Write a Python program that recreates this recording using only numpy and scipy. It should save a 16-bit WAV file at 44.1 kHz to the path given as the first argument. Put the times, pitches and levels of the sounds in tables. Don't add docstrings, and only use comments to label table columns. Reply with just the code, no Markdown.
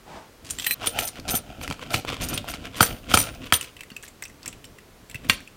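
import sys
import numpy as np
from scipy import signal
from scipy.fft import rfft, irfft, next_fast_len
from scipy.io import wavfile
from scipy.ndimage import map_coordinates

SR = 44100
rng = np.random.default_rng(int(sys.argv[2]) if len(sys.argv) > 2 else 0)


def unload_audio(sound):
    columns = np.transpose(np.atleast_2d(sound))
    steps = np.round(np.clip(columns, -1, 1) * 32767)
    wavfile.write(sys.argv[1], SR, steps.astype(np.int16))


N = 245195

# full_pressure_s, hold_s, grind_db, plate_hum_db, rumble_db
PUSHES = [(0.578, 0.18, -50, -104, -78), (0.821, 0.035, -35.5, -40, -57), (0.964, 0.04, -34, -29.5, -40),
          (1.188, 0.0052, -44.5, -51, -44), (1.301, 0.058, -44, -35.5, -33.5),
          (1.495, 0.012, -43.5, -41, -44), (1.608, 0.096, -42, -41.5, -37), (1.8, 0.033, -44, -60, -43),
          (1.913, 0.054, -43, -39.5, -35.5), (2.081, 0.043, -38, -55, -37.5),
          (2.204, 0.17, -38, -45, -42.5), (2.483, 0.064, -38.5, -45, -48), (2.62, 0.041, -43, -47, -46.5),
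          (2.766, 0.0046, -32.5, -53, -42), (2.81, 0.14, -42, -45, -43), (3.094, 0.025, -35, -43, -35.5),
          (3.17, 0.12, -41.5, -45, -39), (3.442, 0.026, -36.5, -54, -56), (3.54, 0.14, -48.5, -73, -63),
          (4.439, 0.049, -48, -57, -78), (5.253, 0.11, -46.5, -68, -44)]
# time_s, rumble_db
WEIGHT = [(0.42, -41), (0.47, -44.5), (0.74, -50), (1.27, -45.5), (2.0, -55), (2.2, -35.5), (3.0, -44.5),
          (3.45, -39.5), (3.75, -59), (4.1, -72), (4.45, -49), (4.9, -56.5), (5.2, -48), (5.56, -61)]
# freq_hz, gain_db
GRIND_EQ = [(300, -36), (500, 7.5), (750, -20.5), (1000, 6), (1320, 4.5), (1700, -1.5), (2400, 3.5),
            (3300, 3), (4200, -6), (7000, -11.5), (15000, -26)]
# freq_hz, gain_db
RUMBLE_EQ = [(12, -37.5), (20, 11), (168, 1), (223, -2.5), (274, 3), (410, -11.5), (700, -11.5),
             (1540, -120)]
# pitch_hz, rim_blow_db, t60_s, axle_chatter_db
WHEEL_MODES = [(6080, -16, .025, -12), (7550, -16, .015, -17), (13330, -13, .024, -5),
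               (8640, -24, .08, -28), (9205, -26, .4, -36), (12962, -24, .33, -35), (15012, -30, .43, -39),
               (9875, -24, .06, -24), (9295, -5, .07, -9)]
# pitch_hz, level_db, t60_s
PLATE_MODES = [(78.3, -15, 0.14), (114, -11.5, 0.074), (181, -10, 0.049), (297, -6.5, 0.02),
               (469, -23, 0.27), (525, -32, 0.31), (577, -21.5, 0.22), (724, -5.5, 0.018),
               (1327, -3.5, 0.027), (1563, -10.5, 0.007), (2360, -2.5, 0.013), (3180, -2, 0.017),
               (4560, -7.5, 0.02)]
# start_s, level_db, pitch_hz, relative_knock_db, relative_ring_db
STRIKES = [(0.5067, -16, 6940, -22.5, -2.5), (.871, -9, 3550, -11.5, -0.5), (0.9882, -8, 3000, -11.5, -22),
           (1.075, -20, 5900, -14, -24), (1.282, -40, 6120, 2, -21), (1.3412, -14.5, 730, -10, -27),
           (1.9393, -14, 1900, -12, -40), (1.942, -5, 2840, -9.5, -40), (2.2864, -18, 5930, -38, -18),
           (2.376, -9, 3300, -15.5, -34), (2.807, 4, 1420, -7.5, -37), (2.8281, -4.5, 1630, -10.5, -4.5),
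           (3.1406, 0, 1356, -2, -14.5), (3.1734, -3.5, 1440, -8.5, -3), (3.5236, 3, 1620, -12.5, -44.5),
           (3.5399, -7, 3500, -28, -6), (3.6102, -21.5, 8200, -41, -21), (5.297, 2.5, 2370, -21, -40)]
# start_s, level_db, pitch_hz, relative_knock_db
SNAPS = [(.843, -17, 1210, -22), (1.157, -28, 2730, -17), (1.1985, -27, 4840, -13),
         (1.614, -26.5, 1400, -5), (1.6383, -26, 6280, -17), (1.6779, -15.5, 2430, -22),
         (1.711, -15.5, 910, -8.5), (1.7254, -18.5, 2350, -24), (1.7941, -27, 1300, -9),
         (1.829, -25, 1330, -20), (1.9052, -21, 3380, -15), (1.9598, -15.5, 3550, -22),
         (2.0496, -16.5, 740, -17), (2.101, -18.5, 3350, -7), (2.1287, -20.5, 474, -16),
         (2.143, -25.5, 5570, -3), (2.3303, -31, 1310, 3), (2.4437, -24, 795, -33), (2.5388, -22, 2620, -3),
         (2.6543, -20.5, 2530, -20), (2.986, -38, 4000, -19), (3.3492, -32, 5000, -26), ]
# start_s, level_db, pitch_hz
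TICKS = [(0.447, -37, 7700), (0.5, -25, 7400), (0.5857, -17.5, 3330), (.597, -16, 3220),
         (0.6213, -21, 3350), (0.644, -15.5, 3470), (0.6644, -9.5, 1880), (0.667, -10, 2970),
         (0.7091, -11.5, 2520), (3.611, -19.5, 2850), (3.643, -25.5, 2700), (3.766, -29.5, 2920),
         (3.7914, -34, 2430), (3.8074, -22, 2560), (3.8333, -26.5, 2100), (3.902, -28.5, 2640),
         (3.9648, -21, 2490), (4.026, -35.5, 7260), (4.036, -27.5, 1850), (4.078, -31, 2060),
         (4.082, -34, 7400), (4.2234, -17.5, 1970), (4.237, -27, 5760), (4.253, -24.5, 2670),
         (4.28, -41, 6400), (4.298, -35, 1960), (4.4297, -33.5, 4800), (4.459, -17.5, 2340),
         (4.4779, -20, 7400), (4.5272, -28.5, 2790), (4.6424, -26.5, 3000), (4.651, -34.5, 5400),
         (4.785, -30.5, 1980), (5.0974, -25.5, 2200), (5.112, -28.5, 2980), (5.145, -20, 2030),
         (5.156, -27, 3030), (5.247, -31, 2170), (5.404, -32.5, 2060), (5.475, -32.5, 2560)]
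# start_s, crunch_db, sing_db, sing_drive_s
RATTLES = [(0.445, -42, -71, 0.23), (0.6, -43, -34.5, 0.66), (0.858, -31, -30, 0.053),
           (0.982, -31, -22.5, 0.093), (1.069, -38, -27, 0.029), (1.278, -30, -34, 0.065),
           (1.303, -43, -25, 0.062), (1.342, -29.5, -19, 0.05), (1.604, -44, -50, 0.15),
           (1.698, -44.5, -71, 0.047), (1.903, -41, -45.5, 0.11), (1.932, -33.5, -35.5, 0.08),
           (2.091, -42, -62, 0.017), (2.211, -30.5, -33, 0.07), (2.282, -60, -32, 0.052),
           (2.33, -31.5, -30, 0.04), (2.48, -35, -36, 0.066), (2.534, -39.5, -44, 0.033),
           (2.763, -35.5, -41, 0.043), (2.805, -24.5, -20, 0.083), (3.096, -36.5, -36, 0.097),
           (3.138, -14.5, -18.5, 0.026), (3.167, -27.5, -23.5, 0.1), (3.453, -53, -51, .033),
           (3.53, -27, -15.5, 0.051), (3.622, -40.5, -47, 0.058), (4.028, -42, -50, 0.069),
           (5.287, -35, -31.5, 0.074)]
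# freq_hz, gain_db
CHATTER_EQ = [(400, -4.5), (1300, -6), (3000, -1.5), (6000, -4.5), (10000, -9), (15500, -27)]
# start_s, level_db, low_mode_gain_db
FREE_KNOCKS = [(0.666, -19, -13), (0.7091, -19, -8.5)]
# pitch_hz, level_db, t60_s
FREE_MODES = [(2360, -3, .1), (4064, 0, .28), (8495, -12, .2), (9680, -10, .07), (11133, -10, .15),
              (12905, -4, .1), (14065, -8, .23), (14282, -7, .2)]
# pitch_hz, level_db, t60_s
HANDLE_MODES = [(1965, -6.5, 0.025), (2626, -5, 0.039), (3654, -13, 0.022), (5620, -9, 0.017),
                (7620, -2.5, 0.029), (8100, -1.5, 0.023)]
# start_s, level_db
EDGE_TAPS = [(3.917, -47), (5.156, -49), (5.298, -16.5)]
# pitch_hz, level_db, t60_s
EDGE_MODES = [(225, -1, 0.029), (1067, -11.5, 0.12), (1570, 2, 0.03), (1890, -5, 0.067), (2760, 1, 0.071),
              (3500, -5, 0.065), (4470, 5, 0.03), (5370, -8.5, 0.057), (5860, -11, 0.09),
              (7460, -14.5, 0.063)]
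# start_s, level_db, pitch_hz
THUDS = [(1.191, -25, 300), (1.341, -13, 267), (3.917, -33, 200), (5.151, -25.5, 127), (5.291, -19, 114)]
# time_s, level_db
SLIDE_SWELL = [(0.03, -63), (0.086, -43.5), (0.17, -39), (0.3, -58)]
# freq_hz, gain_db
SLIDE_EQ = [(180, -8.5), (523, -8.5), (910, -4.5), (1140, -12.5), (9000, -33.5), (19800, -120)]
# freq_hz, t60_s
ROOM_DECAY = [(200, 0.24), (2000, 0.27), (6000, 0.36), (12000, 0.11)]
# freq_hz, gain_db
HUSH_EQ = [(12, -51), (20, 6), (65, 1.5), (192, -4.5), (432, -5), (822, -12.5), (1150, -12.5), (15900, -28)]

PRESS_DB_PER_S, EASE_DB_PER_S = 426, 312
IDLE_DB = -23
HUM_TILT_DB_PER_OCTAVE = -9
CRUMBS_PER_S, CRUMB_DB, CRUMB_SPREAD_DB = 180, -16, 0.5
OPEN_CUT_S, DOUGH_DB = (2.78, 3.3), -7
RIM_BLOW, AXLE_CHATTER = 1, 3
SNAP_RING_DB, TICK_KNOCK_DB, TICK_RING_DB = -62, -51, -22
DETUNE_HZ_S = 2.34
RELEASE_MODE = (13620, -12, .025)
HANDLE_DB, HANDLE_FALL_DB_PER_OCTAVE = -10, 4.5
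PICKUP_END_S, TOP_HZ = .7435, 15950


def rolling():
    grind_gain, hum_gain, rumble_gain = pressure()
    rim = grains(spiky_db=4.5, clumpy_db=4.5) + amp(CRUMB_DB) * crumbs()
    modes = [(hz, db + HUM_TILT_DB_PER_OCTAVE * np.log2(hz), min(t60, .06))
             for hz, db, t60 in PLATE_MODES if hz > 500]
    hum = unit(signal.fftconvolve(rim, ring(modes, 0, size=SR // 8))[:N])
    rumble = unit(amp(3.7 * wobble(25.26)) * coloured(rng.standard_normal(N), RUMBLE_EQ))
    return grind_gain * coloured(rim, GRIND_EQ) + hum_gain * hum + rumble_gain * rumble


def pressure():
    t = np.arange(N) / SR
    gains = amp(envelope_db(WEIGHT) + np.array([[IDLE_DB], [IDLE_DB], [0]]))
    for s, hold_s, *levels_db in PUSHES:
        near = slice(round(s * SR) - SR // 4, round(s * SR) + SR // 2)
        age = t[near] - s
        push_db = PRESS_DB_PER_S * np.minimum(age, 0) - EASE_DB_PER_S * np.maximum(age - hold_s, 0)
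        gains[:, near] += amp(np.add.outer(levels_db, push_db))
    return gains


def crumbs():
    chance, size = rng.random(N), rng.exponential(size=N)
    clicks = (chance < CRUMBS_PER_S / SR) * rng.choice([-1, 1], N)
    return unit(clicks * amp(CRUMB_SPREAD_DB * np.minimum(size, 2.5)))


def wheel_modes(s, column):
    loss_db = 0 if OPEN_CUT_S[0] < s < OPEN_CUT_S[1] else DOUGH_DB
    return [(m[0], m[column] + loss_db * (m[2] > 0.25), m[2]) for m in WHEEL_MODES]


def contacts(rows, clink_db, cycles, crack_t60_s, q, tail, broad, bright_db, rise_s):
    out, t = np.zeros(N + SR), np.arange(SR // 16) / SR
    size = SR // 3
    for s, db, hz, knock_db, ring_db in rows:
        decay = amp(-60 * t / crack_t60_s) + tail * amp(-60 * t / 0.084)
        burst = rng.standard_normal(len(t)) * decay * (1 - np.exp(-t / rise_s))
        body = signal.lfilter(*signal.iirpeak(hz, q, SR), burst)
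        bright_hz = 7700 * amp(0.32 * rng.standard_normal())
        bright = signal.lfilter(*signal.iirpeak(bright_hz, 3.5, SR), burst)
        clink = ring([(hz, clink_db, cycles / hz)], 0.14, size=len(t))
        bite = signal.lfilter([1, -1], [1, -.85], burst * (1 + 0.59 * amp(-60 * t / 0.0011)))
        crack = 1.85 * body + broad * bite + amp(bright_db + 5.1 * rng.standard_normal()) * bright
        plate = [(f * amp(0.071 * rng.standard_normal()), *rest) for f, *rest in PLATE_MODES]
        place(out, s, amp(db) * (crack + clink))
        place(out, s, amp(db + knock_db) * ring(plate, 3.5, size))
        place(out, s, amp(db + ring_db) * ring(wheel_modes(s, RIM_BLOW), 1.8, size))
    return out[:N]


def rim_strikes(during):
    return contacts([r for r in STRIKES if during(r[0])], clink_db=-14, cycles=38, crack_t60_s=0.017,
                    q=3.2, tail=0.16, broad=0.083, bright_db=-14, rise_s=0.00073)


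def crust_snaps(during):
    rows = [(*r, SNAP_RING_DB) for r in SNAPS if during(r[0])]
    return contacts(rows, clink_db=3.5, cycles=4.6, crack_t60_s=0.0091,
                    q=1.8, tail=0.041, broad=0.15, bright_db=-18.5, rise_s=0.0008)


def axle_chatter(during):
    crunch, sing = np.zeros((2, N + SR))
    knocks = grains(spiky_db=3, clumpy_db=6)
    for s, crunch_db, sing_db, drive_s in [r for r in RATTLES if during(r[0])]:
        progress = np.linspace(0, 1, int(drive_s * SR))
        crunch_progress = np.linspace(0, 1, int(1.36 * len(progress)))
        place(crunch, s, amp(crunch_db) * np.abs(np.sin(np.pi * crunch_progress ** 0.28)) ** 1.56)
        swell = amp(sing_db) * np.abs(np.sin(np.pi * progress ** 0.51))
        drive = swell * unit(knocks[round(s * SR):][:len(progress)])
        modes = [(hz + DETUNE_HZ_S / t60 * rng.standard_normal(), db, t60)
                 for hz, db, t60 in wheel_modes(s, AXLE_CHATTER)]
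        wheel = ring(modes, 0.67, size=SR // 2)
        song = signal.fftconvolve(drive * (1 - progress ** 3), wheel)
        release = signal.fftconvolve(drive * progress ** 1.5, ring([RELEASE_MODE], 0, size=SR // 2))
        place(sing, s, (song + release) / np.linalg.norm(wheel))
    grit = grains(spiky_db=5.5, clumpy_db=3) + 0.69 * crumbs()
    return crunch[:N] * coloured(grit, CHATTER_EQ), 0.85 * sing[:N]


def handle_ticks(during):
    rows = [(*r, TICK_KNOCK_DB, TICK_RING_DB) for r in TICKS if during(r[0])]
    out = contacts(rows, clink_db=-21.5, cycles=55, crack_t60_s=0.022,
                   q=7.1, tail=0.22, broad=0.14, bright_db=-32, rise_s=0.00043)
    for s, db, hz, *_ in rows:
        modes = [(f * amp(0.11 * rng.standard_normal()),
                  level - HANDLE_FALL_DB_PER_OCTAVE * abs(np.log2(f / hz)), t60)
                 for f, level, t60 in HANDLE_MODES]
        place(out, s, amp(db + HANDLE_DB) * ring(modes, 4.9, size=SR // 16))
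    return out


def free_wheel():
    out = np.zeros(N)
    for s, db, low_db in FREE_KNOCKS:
        modes = [(hz, level + low_db * (hz < 6000), t60) for hz, level, t60 in FREE_MODES]
        place(out, s, amp(db) * ring(modes, 0.96, size=SR // 8))
    return out


def plate_edge():
    out = np.zeros(N)
    for s, db in EDGE_TAPS:
        place(out, s, amp(db) * ring(EDGE_MODES, 1.3, size=SR // 4))
    return out


def table_thuds():
    out = np.zeros(N)
    for s, db, hz in THUDS:
        place(out, s, amp(db) * ring([(hz, 0, 6 / hz)], 0, size=SR // 8))
    return out


def hand_slide():
    sliding = np.arange(N) / SR < SLIDE_SWELL[-1][0]
    return sliding * amp(envelope_db(SLIDE_SWELL)) * coloured(rng.standard_normal(N), SLIDE_EQ)


def room(x):
    hz, t, noise = signal.stft(rng.standard_normal(SR // 2), SR, nperseg=256)
    tail = signal.istft(noise * amp(-60 * t / along(ROOM_DECAY, hz)[:, None]), SR, nperseg=256)[1]
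    predelayed = np.pad(x, (250, 0))
    return x + amp(-16.5) * signal.fftconvolve(predelayed, tail / np.linalg.norm(tail))[:N]


def ring(modes, spread_db, size):
    hz, db, t60 = np.transpose(modes)[:, :, None]
    t = np.arange(size) / SR
    level = db + spread_db * rng.standard_normal(db.shape) - 60 * t / t60
    sign = (-1.) ** np.arange(len(hz))[:, None]
    return np.sum(sign * amp(level) * np.sin(2 * np.pi * hz * t), axis=0)


def grains(spiky_db, clumpy_db):
    return unit(rng.standard_normal(N) * amp(spiky_db * wobble(450) + clumpy_db * wobble(45)))


def wobble(rate_hz):
    knots = rng.standard_normal(int(N * rate_hz / SR) + 4)
    return map_coordinates(knots, [np.arange(N) * rate_hz / SR])


def coloured(x, eq):
    size = next_fast_len(N + 8192)
    gain = amp(along(eq, np.fft.rfftfreq(size, 1 / SR)))
    return unit(irfft(rfft(x, size) * gain, size)[:N])


def envelope_db(points):
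    return np.interp(np.arange(N) / SR, *np.transpose(points), left=-120)


def along(points, hz):
    freqs, values = np.transpose(points)
    return np.interp(np.log(hz + 1), np.log(freqs + 1), values)


def place(track, start_s, sound):
    track[round(start_s * SR):][:len(sound)] += sound


def amp(db):
    return 10 ** (np.asarray(db) / 20)


def unit(x):
    return x / np.sqrt(np.mean(x ** 2) + 1e-20)


def scene():
    gate = np.arange(N) < PICKUP_END_S * SR
    early, late = (lambda s: s < PICKUP_END_S), (lambda s: s >= PICKUP_END_S)
    friction = rolling() + hand_slide()
    early_crunch, early_song = axle_chatter(early)
    late_crunch, late_song = axle_chatter(late)
    early_hits = rim_strikes(early) + handle_ticks(early) + free_wheel()
    pickup = room(early_hits + early_crunch + friction * gate) + early_song
    late_hits = rim_strikes(late) + crust_snaps(late) + handle_ticks(late) + plate_edge() + table_thuds()
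    slicing = room(late_hits + late_crunch + friction * ~gate) + late_song
    hush = amp(-50.5) * coloured(rng.standard_normal(N), HUSH_EQ)
    return (pickup * gate + slicing + hush)[None]


def record(dry):
    thinned = signal.lfilter(*signal.butter(1, 45, "highpass", fs=SR), dry)
    clipped = thinned / (1 + np.abs(thinned) ** 8) ** (1 / 8)
    return signal.sosfilt(signal.ellip(12, .5, 85, TOP_HZ, fs=SR, output="sos"), clipped)


dry = scene()
out = record(dry)
unload_audio(out)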